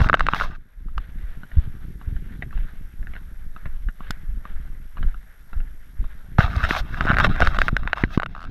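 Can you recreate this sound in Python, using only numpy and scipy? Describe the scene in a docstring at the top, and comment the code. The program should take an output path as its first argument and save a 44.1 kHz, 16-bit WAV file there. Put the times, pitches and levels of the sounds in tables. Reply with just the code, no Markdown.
"""Gritty climb with a cased camera

A walker climbs a gritty paved path holding a small camera in a sealed plastic case, which dulls the air sound.
The case snaps and ticks, and fingers creak and rub on it, mostly at the start and end, ringing damped resonances.
Steps jolt the case with low Gaussian swings, and grit clicks and scuffs faintly below as filtered noise.
Faint wind rumbles as gusting low noise; the electronics hiss and restart a whine with each picture frame."""
import sys
import numpy as np
from scipy import signal
from scipy.fft import rfft, irfft
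from scipy.io import wavfile
from scipy.ndimage import uniform_filter1d, map_coordinates

SR = 44100
rng = np.random.default_rng(int(sys.argv[2]) if len(sys.argv) > 2 else 0)


def makeup_ratio(level_db):
    """Linear amplitude ratio for a level in decibels (20 dB per factor of ten)."""
    decades = np.asarray(level_db, float) / 20
    return 10 ** decades


def generate_wav(sig):
    """Save sig (samples, or channels by samples) to the path in sys.argv[1] as 16-bit PCM at SR."""
    pcm = np.round(np.clip(np.atleast_2d(sig).T, -1, 1) * 32767).astype(np.int16)
    wavfile.write(sys.argv[1], SR, pcm)


N = 374850

# Single snaps and ticks of the case, mostly from slipping fingers: (time [s], peak level [dB], pitch [Hz],
# crack level against the peak [dB])
CASE_SNAPS = [(0.004, -14.5, 1430, -27.5), (0.0165, -12, 1070, -22.5), (0.0443, -12.5, 1230, -39),
              (0.088, -13, 1500, -22), (0.0971, -1.5, 1240, -55.5), (0.1302, -2, 1310, -38),
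              (0.1413, 0, 1360, -41.5), (0.1491, -15, 1580, -20), (0.1712, -25, 1400, -34),
              (0.1948, -11.5, 1530, -18.5), (0.2068, -4, 1275, -30.5), (0.2664, -9.5, 1564, -22.5),
              (0.2862, -3, 1237, -46.5), (0.335, -5.5, 1236, -44), (0.3457, -11, 1270, -22),
              (0.4106, -7.5, 1270, -33), (0.4196, -12, 1310, -40), (0.9794, -17, 1260, -23),
              (4.1068, -15, 1460, -6), (6.385, -9, 830, -49.5), (6.4075, -12.5, 1450, -41),
              (6.4392, -34, 1260, -43), (6.563, -27, 720, -7.5), (6.6316, -20.5, 1260, -28.5),
              (6.7083, -3, 1730, -45.5), (7.0084, -7, 1390, -28.5), (7.013, -16.5, 1230, -32),
              (7.056, -23, 1640, -14.5), (7.1331, -16.5, 1470, -41), (7.1415, -11.5, 1440, -38),
              (7.1473, -17.5, 1570, -36.5), (7.1686, -7, 1530, -30), (7.1755, -20.5, 1560, -36.5),
              (7.185, -5.5, 1560, -20), (7.1905, -11.5, 1330, -23.5), (7.2, -3.5, 1500, -24.5),
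              (7.2056, -4.5, 1360, -36.5), (7.246, -7, 1550, -31.5), (7.4037, -8, 665, -19.5),
              (7.4208, -1.5, 1416, -35.5), (7.4245, -9.5, 660, -46), (7.4494, -16.5, 1540, -16.5),
              (7.4725, -3.5, 1320, -25), (7.587, -6, 1300, -24), (7.6166, -1, 1490, -26.5),
              (7.682, -5.5, 1520, -23.5), (7.6883, -11.5, 1290, -28.5), (7.7663, -5.5, 1530, -26),
              (7.833, -23.5, 1220, -35.5), (7.875, -11, 1490, -35.5), (7.9312, -2.5, 1590, -33.5),
              (7.973, -19, 1140, -31), (7.9815, -17, 1210, -23.5), (8.0372, -7, 1825, -41),
              (8.176, -15.5, 1145, -22), (8.1989, -9.5, 1460, -27.5), (8.2203, -17.5, 1170, -32.5),
              (8.2322, -10, 1360, -27.5), (8.2605, -17.5, 1400, -24)]
# Stick-slip creaks: (start [s], end [s], slip rate [1/s], first level [dB], last level [dB], pitch [Hz],
# crack level against the peak [dB])
STICK_SLIP_CREAKS = [(7.0681, 7.12, 149, -14, -5, 1444, -38), (8.35, 8.403, 73, -25.5, -30.5, 1270, -26),
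                     (8.405, 8.457, 88, -30.5, -27.5, 1320, -17.5)]
# Resonances of the case: (nominal frequency [Hz], relative level [dB], 60 dB decay time [s])
CASE_RESONANCES = [(693, -8.5, 0.014), (950, -7.5, 0.0089), (1307, 6.5, 0.0042), (1490, -9.5, 0.022),
                   (1760, 1, 0.0057), (2600, -9.5, 0.0025), (2800, -10.5, 0.01), (3730, -18.5, 0.011),
                   (5240, -32, 0.003)]
# Spectrum of the bright cracks: (frequency [Hz], relative density [dB])
CRACK_SPECTRUM = [(2500, 1), (4500, 3.5), (7000, -12), (11000, -16), (15500, -26.5), (16500, -49)]
# Strokes of skin over the case, each stopping when the finger sticks: (start [s], end [s],
# first level [dB], last level [dB], treble against the level [dB])
SKIN_STROKES = [(0.0, 0.074, -29.5, -31, -26.5), (0.069, 0.332, -53, -37.5, -22),
                (0.345, 0.447, -38.5, -29.5, -19.5), (0.449, 0.513, -37, -53, -20),
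                (0.511, 0.56, -44, -44.5, -26), (6.385, 6.466, -20.5, -35.5, -25),
                (6.466, 6.64, -40.5, -31, -26.5), (6.638, 6.681, -23, -31, -31),
                (6.688, 6.805, -27, -30, -20.5), (6.8, 6.987, -49.5, -35.5, -23.5),
                (6.986, 7.147, -40.5, -28, -40), (7.154, 7.236, -37, -23, -37),
                (7.24, 7.271, -13.5, -24.5, -31), (7.288, 7.392, -35.5, -35.5, -44),
                (7.398, 7.57, -25, -33, -34), (7.584, 7.68, -36.5, -39, -20),
                (7.708, 7.943, -45.5, -48, -39), (7.957, 8.025, -39, -34.5, -26),
                (8.037, 8.084, -38.5, -54, -22), (8.086, 8.162, -49.5, -35, -21.5),
                (8.291, 8.505, -52, -53.5, -24)]
# Resonances under a pressing finger: (frequency [Hz], relative level [dB], width [Hz])
FINGER_RESONANCES = [(440, -14.5, 140), (705, -4.5, 290), (978, -13, 470), (1240, -1, 245.67),
                     (1490, -1, 580), (2160, -13, 330), (2673, -11.5, 240), (3245, -17, 220),
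                     (3725, -15, 400), (5280, -26.5, 260)]
# Spectrum of the hissy rub: (frequency [Hz], relative density [dB])
RUB_HISS_SPECTRUM = [(2060, -6), (3500, 8.5), (4590, 0.5), (5500, -1), (6400, -6), (7480, -18.5),
                     (14000, -13.5), (15300, -39.5)]
# Jolts of the case against hand and strap: (time of peak [s], peak level [dB], swing frequency [Hz])
CASE_JOLTS = [(0.018, -3, 72.5), (0.133, -14, 157), (0.336, -15, 139), (0.977, -16.5, 32.42),
              (1.243, -16.5, 33.3), (1.573, -7.5, 68), (1.586, -4, 55), (1.677, -18.5, 81.4),
              (2.079, -13.5, 51.3), (2.127, -17.5, 86), (2.163, -13.5, 29.71), (2.561, -12.5, 29),
              (2.598, -12.5, 26), (3.0, -20, 32.5), (3.66, -20, 95.5), (3.872, -11, 27.2),
              (4.106, -19.5, 136), (4.297, -15, 33.89), (5.069, -11, 23.8), (5.571, -15.5, 36.19),
              (5.997, -16.5, 36.6), (6.391, 2, 104), (6.445, -8.5, 62.6), (6.571, -7.5, 60),
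              (6.641, -9.5, 55), (6.711, -11, 210), (6.812, -14, 32.8), (7.009, -14.5, 142),
              (7.054, -12.5, 212), (7.103, -6.5, 125), (7.132, -10, 100), (7.277, -16, 57),
              (7.427, -9.5, 99), (7.481, -11.5, 52), (7.731, -9.5, 115), (8.038, -3.5, 178),
              (8.048, -14, 45.7), (8.1765, -2, 164)]
# Grit clicks under the soles: (time [s], peak level [dB], pitch [Hz])
GRIT_CLICKS = [(0.884, -41.5, 1230), (1.433, -33, 1470), (1.516, -33, 1670), (2.013, -34.5, 1180),
               (2.1637, -34, 1560), (2.4231, -19.5, 1960), (2.508, -38, 1680), (2.5274, -35.5, 1220),
               (2.5758, -30.5, 1580), (3.028, -38, 1600), (3.07, -30.5, 1640), (3.136, -34, 2040),
               (3.153, -30.5, 1650), (3.1635, -28.5, 1580), (3.5629, -29, 1310), (3.6561, -25.5, 1760),
               (3.8864, -27, 1650), (4.0054, -30.5, 1160), (4.453, -27, 1200), (4.97, -30, 1240),
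               (4.9812, -32, 1490), (5.0284, -26.5, 1560), (5.143, -32.5, 1320), (5.531, -28.5, 1340),
               (5.603, -34.5, 1573), (6.0414, -35.5, 1150)]
# Footfalls: (time of the loudest scuff [s], level [dB])
FOOTFALL_SCUFFS = [(1.02, -56.5), (1.28, -54), (1.6, -52), (2.05, -57.5), (2.32, -56), (2.61, -53),
                   (2.71, -77), (3.16, -56.5), (3.6, -58), (4.07, -53), (4.5, -54), (5.03, -56),
                   (5.57, -57), (6.12, -54.5)]
# Spectrum of the scuffs: (frequency [Hz], relative density [dB])
SCUFF_SPECTRUM = [(350, -11.5), (462, -7), (806, -7), (1010, -9.5), (1590, 1), (2150, -6.5), (2510, -12.5),
                  (3660, -14), (5000, -31.5), (6500, -67)]
# Wind and handling on the case: (time [s], deep level [dB], upper rumble level [dB])
WIND_LEVELS = [(0.0, -21.5, -24.5), (.45, -23.5, -37), (.7, -52, -60), (1.2, -37.5, -45),
               (2.38, -36, -36.5), (2.8, -32.5, -46.5), (4.4, -35.5, -52), (5.4, -39.5, -52.5),
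               (6.3, -38, -47.5), (6.42, -23, -30.5), (6.95, -24, -30.5), (7.22, -18.5, -18),
               (7.6, -22.5, -36), (8.49, -36.5, -38)]
# Swells of the rumble as the case sways with the stride: (time [s], deep level [dB])
STRIDE_SWAYS = [(.82, -25), (.99, -20), (1.27, -23), (1.6, -20), (2.14, -21), (2.66, -22.5), (3.1, -22),
                (3.44, -27.5), (3.67, -23.5), (3.88, -29), (4.07, -19), (4.32, -22.5), (4.55, -21.5),
                (4.74, -26), (5.02, -17), (5.6, -20), (6.03, -22.5)]
# Spectra of the deep and the upper rumble: (frequency [Hz], relative density [dB])
DEEP_SPECTRUM = [(6, -6.0), (14, 5.0), (35, -6.0), (70, -17.5), (120, -41)]
UPPER_SPECTRUM = [(40, 3.0), (70, -8.5), (150, -9.5), (300, -22), (520, -37.5)]
# Slow gain of hiss and whine, low near both ends: (time [s], gain [dB])
BACKGROUND_SWELL = [(0, -14.5), (.6, -10), (1.2, 0.5), (7.3, 0.5), (7.8, -4.5), (8.2, -12), (8.5, -16)]
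# Spectrum of the electronic hiss and ticks: (frequency [Hz], relative density [dB])
HISS_SPECTRUM = [(3000, -10.5), (5000, -2.5), (8600, -5.5), (9300, -1.5), (10600, -2), (11800, -19.5),
                 (13300, 3), (14500, -25.5), (15300, -3.5)]
# Ticks in every frame: (share of the frame after the whine starts [1], relative level [dB])
FRAME_TICKS = [(.02, 0), (.4, -3), (.77, -4), (.92, -2)]

SNAP_SCATTER_DB = 2.5  # spread of the case-mode levels from push to push


def curve(table):
    """Piecewise linearity: table columns run as straight lines over time and hold their end values."""
    s, *columns = np.transpose(table)
    return [np.interp(np.arange(N) / SR, s, column) for column in columns]


def colour(x, points):
    """Linear filtering: shapes the spectrum by (Hz, dB) points, cuts outside them, and sets the rms to 1."""
    hz = np.maximum(np.fft.rfftfreq(x.shape[-1], 1 / SR), 1)
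    at, db = np.transpose(points)
    gain = makeup_ratio(np.interp(np.log(hz), np.log(at), db, left=-90, right=-90))
    y = irfft(rfft(x) * gain, x.shape[-1])
    return y / np.sqrt(np.mean(y ** 2))


def band_rms(x, lo_hz, hi_hz):
    """Band power: rms of what a bandpass lets through."""
    bandpass = signal.butter(4, [lo_hz, hi_hz], "bandpass", fs=SR, output="sos")
    return np.std(signal.sosfilt(bandpass, x))


def walk(rate):
    """Random fluctuation: levels held 1 / rate seconds and smoothed twice, with a spread near 1."""
    k = int(SR / rate)
    held = np.repeat(rng.standard_normal(N // k + 1), k)
    return 1.5 * uniform_filter1d(uniform_filter1d(held, k), k)[:N]


def grit(rate, spread_db, share, patch_db, patch_rate):
    """Granular friction: noise plus uneven clicks (rate per s), each half octave swelling in its own patches."""
    sizes = makeup_ratio(spread_db * np.minimum(rng.exponential(size=N), 4)) * rng.choice([-1, 1], N)
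    clicks = (rng.random(N) < rate / SR) * sizes
    # share is the rms of the clicks against the noise
    spectrum = rfft(rng.standard_normal(N) + share * clicks / np.std(clicks))
    freq = np.maximum(np.fft.rfftfreq(N, 1 / SR), 1)
    half_octave = (2 * np.log2(freq / 500)).clip(0, 7)
    together = walk(2 * patch_rate)
    total = np.zeros(N)
    for k in range(8):
        band = irfft(spectrum * np.maximum(1 - np.abs(half_octave - k), 0), N)
        total += band * makeup_ratio(patch_db * (0.58 * together + walk(patch_rate)))
    return total


def add(out, s, sound):
    """Superposition: mixes a short sound in at a time in seconds."""
    i = max(int(s * SR), 0)
    out[i:i + len(sound)] += sound[:len(out) - i]


def swells(rows, rise_s, fall_s):
    """Power addition: (s, dB) swells rise as a bell and die away exponentially; gives their amplitude."""
    s = np.arange(N) / SR
    power = np.zeros(N)
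    for at, db in rows:
        t = s - at
        shape = np.where(t < 0, np.exp(-(t / rise_s) ** 2), np.exp(-np.maximum(t, 0) / fall_s))
        power += (makeup_ratio(db) * shape) ** 2
    return np.sqrt(power)


def knocks(rows, scatter_db, push_s, tail_db, tail_s, own_db, own_t60=0.0074, thud_db=-60,
           crack_s=0.0014, overtone_db=-19):
    """Modal excitation: each (s, dB, pitch Hz, crack dB) push rings its spot and the case, cracks and thuds."""
    body, crack = np.zeros(N), np.zeros(N)
    t = np.arange(2048) / SR
    hz, db, t60 = (c[:, None] for c in np.transpose(CASE_RESONANCES))
    chance = rng.standard_normal((len(rows), 3 * len(hz) + len(t)))
    thud = np.sin(2 * np.pi * 192 * t) * np.exp(-t / 0.0043)
    for (s, peak_db, pitch_hz, bright_db), row in zip(rows, chance):
        mix, shift, phase = row[:3 * len(hz)].reshape(3, -1, 1)
        noise = row[-len(t):]
        # every push detunes and weights the case modes afresh
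        rings = np.sin(2 * np.pi * hz * (1 + .04 * shift) * t + .7 * phase)
        modes = (makeup_ratio(db + scatter_db * mix) * rings * 1000. ** (-t / t60)).sum(axis=0)
        overtone = makeup_ratio(overtone_db) * np.sin(2 * np.pi * 1.74 * pitch_hz * t)
        tone = np.sin(2 * np.pi * pitch_hz * t) + overtone
        # own_t60 holds at 1400 Hz; higher spots die sooner
        spot = makeup_ratio(own_db) * tone * 1000. ** (-t / own_t60 * pitch_hz / 1400)
        ring = (modes + spot) * (1 - np.exp(-(t / push_s) ** 2))
        ring = ring / np.abs(ring).max()
        # loose grains keep rattling the same modes for a moment
        rattle = signal.fftconvolve(noise * np.exp(-t / tail_s), ring)[:len(t)]
        rattle = makeup_ratio(tail_db) * rattle / np.abs(rattle).max()
        low = makeup_ratio(thud_db + 5.7 * mix[0]) * thud
        add(body, s, makeup_ratio(peak_db) * (ring + rattle + low))
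        fade = np.exp(-t / crack_s) + makeup_ratio(-27.5) * np.exp(-t / tail_s)
        add(crack, s + push_s, makeup_ratio(peak_db + bright_db) * noise * fade)
    return body + np.std(crack) * colour(crack, CRACK_SPECTRUM)


def snaps():
    """Impulsive release: single finger slips and ticks of the case set it ringing."""
    return knocks(CASE_SNAPS, scatter_db=SNAP_SCATTER_DB, push_s=0.00069, tail_db=-25.5,
                  tail_s=0.0063, own_db=8)


def creaks():
    """Stick-slip friction: skin slips at a nearly steady pace, in softer pushes with a narrower ring."""
    rows = []
    for start, end, rate, first_db, last_db, hz, crack_db in STICK_SLIP_CREAKS:
        times = np.arange(start, end, 1 / rate)
        times = times + .04 / rate * rng.standard_normal(len(times))
        for s in times:
            rows.append((s, np.interp(s, (start, end), (first_db, last_db)), hz, crack_db))
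    return knocks(rows, scatter_db=SNAP_SCATTER_DB, push_s=0.0013, tail_db=-18, tail_s=0.0014,
                  own_db=11, own_t60=0.0074, overtone_db=-29)


def strokes():
    """Sliding friction: amplitudes of rub and treble, each stroke drifting from first to last level."""
    level, treble = np.zeros(N), np.zeros(N)
    for start, end, first_db, last_db, treble_db in SKIN_STROKES:
        db = np.linspace(first_db, last_db, int((end - start) * SR))
        add(level, start, makeup_ratio(db))
        add(treble, start, makeup_ratio(db + treble_db))
    edge_s = .008
    return uniform_filter1d([level, treble], int(edge_s * SR), axis=1)


def lingering(level, fade_s):
    """Exponential decay: a level rises at once but dies away no faster than fade_s."""
    keep = np.exp(-1 / (fade_s * SR))
    return np.maximum(level, signal.lfilter([1 - keep], [1, -keep], level))


def rubbing(shift_db=1.8, shift_rate=22, drift=.015, fade_cycles=5.):
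    """Friction-driven resonance: micro-slips ring drifting modes, low ones fading last, under hissy treble."""
    level, treble = strokes()
    slips = grit(rate=700., spread_db=4.0, share=1.8, patch_db=1.7, patch_rate=40.)
    spectrum, freq = rfft(slips), np.fft.rfftfreq(N, 1 / SR)
    low, steady = np.zeros(N), np.zeros(N)
    for hz, db, width in FINGER_RESONANCES:
        resonance = width * freq / (hz ** 2 - freq ** 2 + 1j * width * freq)
        # applied twice, so the valleys and the top stay dark
        ring = irfft(spectrum * resonance ** 2, N)
        # a wandering delay bends the pitch as the grip shifts
        lag = drift * SR / shift_rate / 2 * walk(shift_rate)
        gain = makeup_ratio(db + shift_db * walk(shift_rate))
        ring = gain * map_coordinates(ring, [np.arange(N) + lag], order=1, mode="mirror")
        low += ring * lingering(level, fade_cycles / hz)
        steady += ring
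    high = colour(rng.standard_normal(N) * makeup_ratio(2.5 * walk(40)), RUB_HISS_SPECTRUM)
    low = low / band_rms(steady, 900, 2200)
    return low + high / band_rms(high, 4500, 7000) * lingering(treble, .006)


def jolts(swings=0.19531, short_hz=147.0, rebound=2.9):
    """Damped displacement: the shoved membrane swings back more slowly; quick shoves barely rebound."""
    out, t = np.zeros(N), np.arange(-SR // 20, SR // 8) / SR
    for s, peak_db, hz in CASE_JOLTS:
        turns = hz * t
        # bell width in turns, wider after the peak
        spread = swings / np.hypot(1, hz / short_hz) * np.where(t > 0, rebound, 1)
        swing = np.cos(2 * np.pi * turns) * np.exp(-(turns / spread) ** 2)
        skip = max(-int((s + t[0]) * SR), 0)
        add(out, s + t[0], makeup_ratio(peak_db) * swing[skip:])
    return out


def footfalls():
    """Granular fracture: grit cracks under the soles with a softer push, a longer ring, rattle and heel thud."""
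    crack_db = -37
    rows = [(s, db, hz, crack_db) for s, db, hz in GRIT_CLICKS]
    return knocks(rows, scatter_db=-0.5, push_s=0.0011, tail_db=-7.5, tail_s=0.0077, own_db=8,
                  own_t60=0.0083, thud_db=-6.5, overtone_db=-27.5)


def scuffing():
    """Amplitude-modulated friction noise: fine grit under the soles, dulled by the case."""
    steps = swells(FOOTFALL_SCUFFS, rise_s=0.079, fall_s=0.17)
    # swish of clothes between the steps
    swish = makeup_ratio(-62 + curve(BACKGROUND_SWELL)[0] / 2)
    sound = grit(rate=330.0, spread_db=2.0, share=0.62, patch_db=1.8, patch_rate=35.0)
    sound = colour(sound, SCUFF_SPECTRUM)
    return sound / band_rms(sound, 900, 2400) * np.hypot(steps, swish)


def rumble(gust_db=3.2, thud_share=1.2, sway_upper_db=-20.5):
    """Turbulent pressure: slow noise on the membrane, with small thuds above that bunch in the same gusts."""
    deep_db, upper_db = curve(WIND_LEVELS)
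    sway = swells(STRIDE_SWAYS, rise_s=0.06, fall_s=0.094)
    gust = makeup_ratio(gust_db * walk(22.0).clip(-2, 2))
    deep = colour(gust * rng.standard_normal(N), DEEP_SPECTRUM)
    thuds = (rng.random(N) < 40 / SR) * rng.standard_normal(N).clip(-2, 2)  # about 40 per s
    puffs = gust * (rng.standard_normal(N) + thud_share * thuds / np.std(thuds))
    upper = colour(puffs, UPPER_SPECTRUM)
    deep_level = np.hypot(makeup_ratio(deep_db), sway)
    upper_level = np.hypot(makeup_ratio(upper_db), makeup_ratio(sway_upper_db) * sway)
    return deep_level * deep + upper_level * upper


def electronics(hiss_db=-72, tick_db=-78, whine_db=-62.5, half_db=-75, wobble=1.0):
    """Periodic interference: each frame read-out restarts a whine and its lower octave, with ticks over hiss."""
    frame_hz, whine_hz = 59.94, 11420
    whine_start, whine_share = .19, .4  # shares of a frame
    frames = np.arange(N) / SR * frame_hz - whine_start + 1
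    place = frames % 1
    busy = uniform_filter1d(1. * (place < whine_share), size=40)
    # a random phase for each frame [rad]
    slip = wobble * rng.standard_normal(int(frames[-1]) + 1)[frames.astype(int)]
    turn = 2 * np.pi * whine_hz / frame_hz * place
    whine = makeup_ratio(whine_db) * np.sin(turn + 2 * slip) + makeup_ratio(half_db) * np.sin(turn / 2 + slip)
    ticks = np.zeros(N)
    for at, db in FRAME_TICKS:
        ticks += makeup_ratio(db) * np.diff(np.floor(frames - at), prepend=0).clip(0, 1)
    hiss = makeup_ratio(hiss_db) * colour(rng.standard_normal(N), HISS_SPECTRUM)
    ticking = makeup_ratio(tick_db) * colour(ticks, HISS_SPECTRUM)
    # the levels above hold before this slow swell
    return makeup_ratio(curve(BACKGROUND_SWELL)[0]) * (hiss + ticking + busy * whine)


def scene():
    """Superposition: all sources reach the one microphone inside the case."""
    handling = snaps() + creaks() + rubbing() + jolts()
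    walking = footfalls() + scuffing()
    return (handling + walking + rumble() + electronics())[None]


def roll_off(x):
    """The treble ends steeply here."""
    return signal.sosfilt(signal.butter(12, 15470, fs=SR, output="sos"), x)


def record(dry):
    """Amplitude limiting: the loudest peaks are clipped at full scale."""
    mix = np.clip(dry, -1, 1)
    return roll_off(mix)


dry = scene()
out = record(dry)
generate_wav(out)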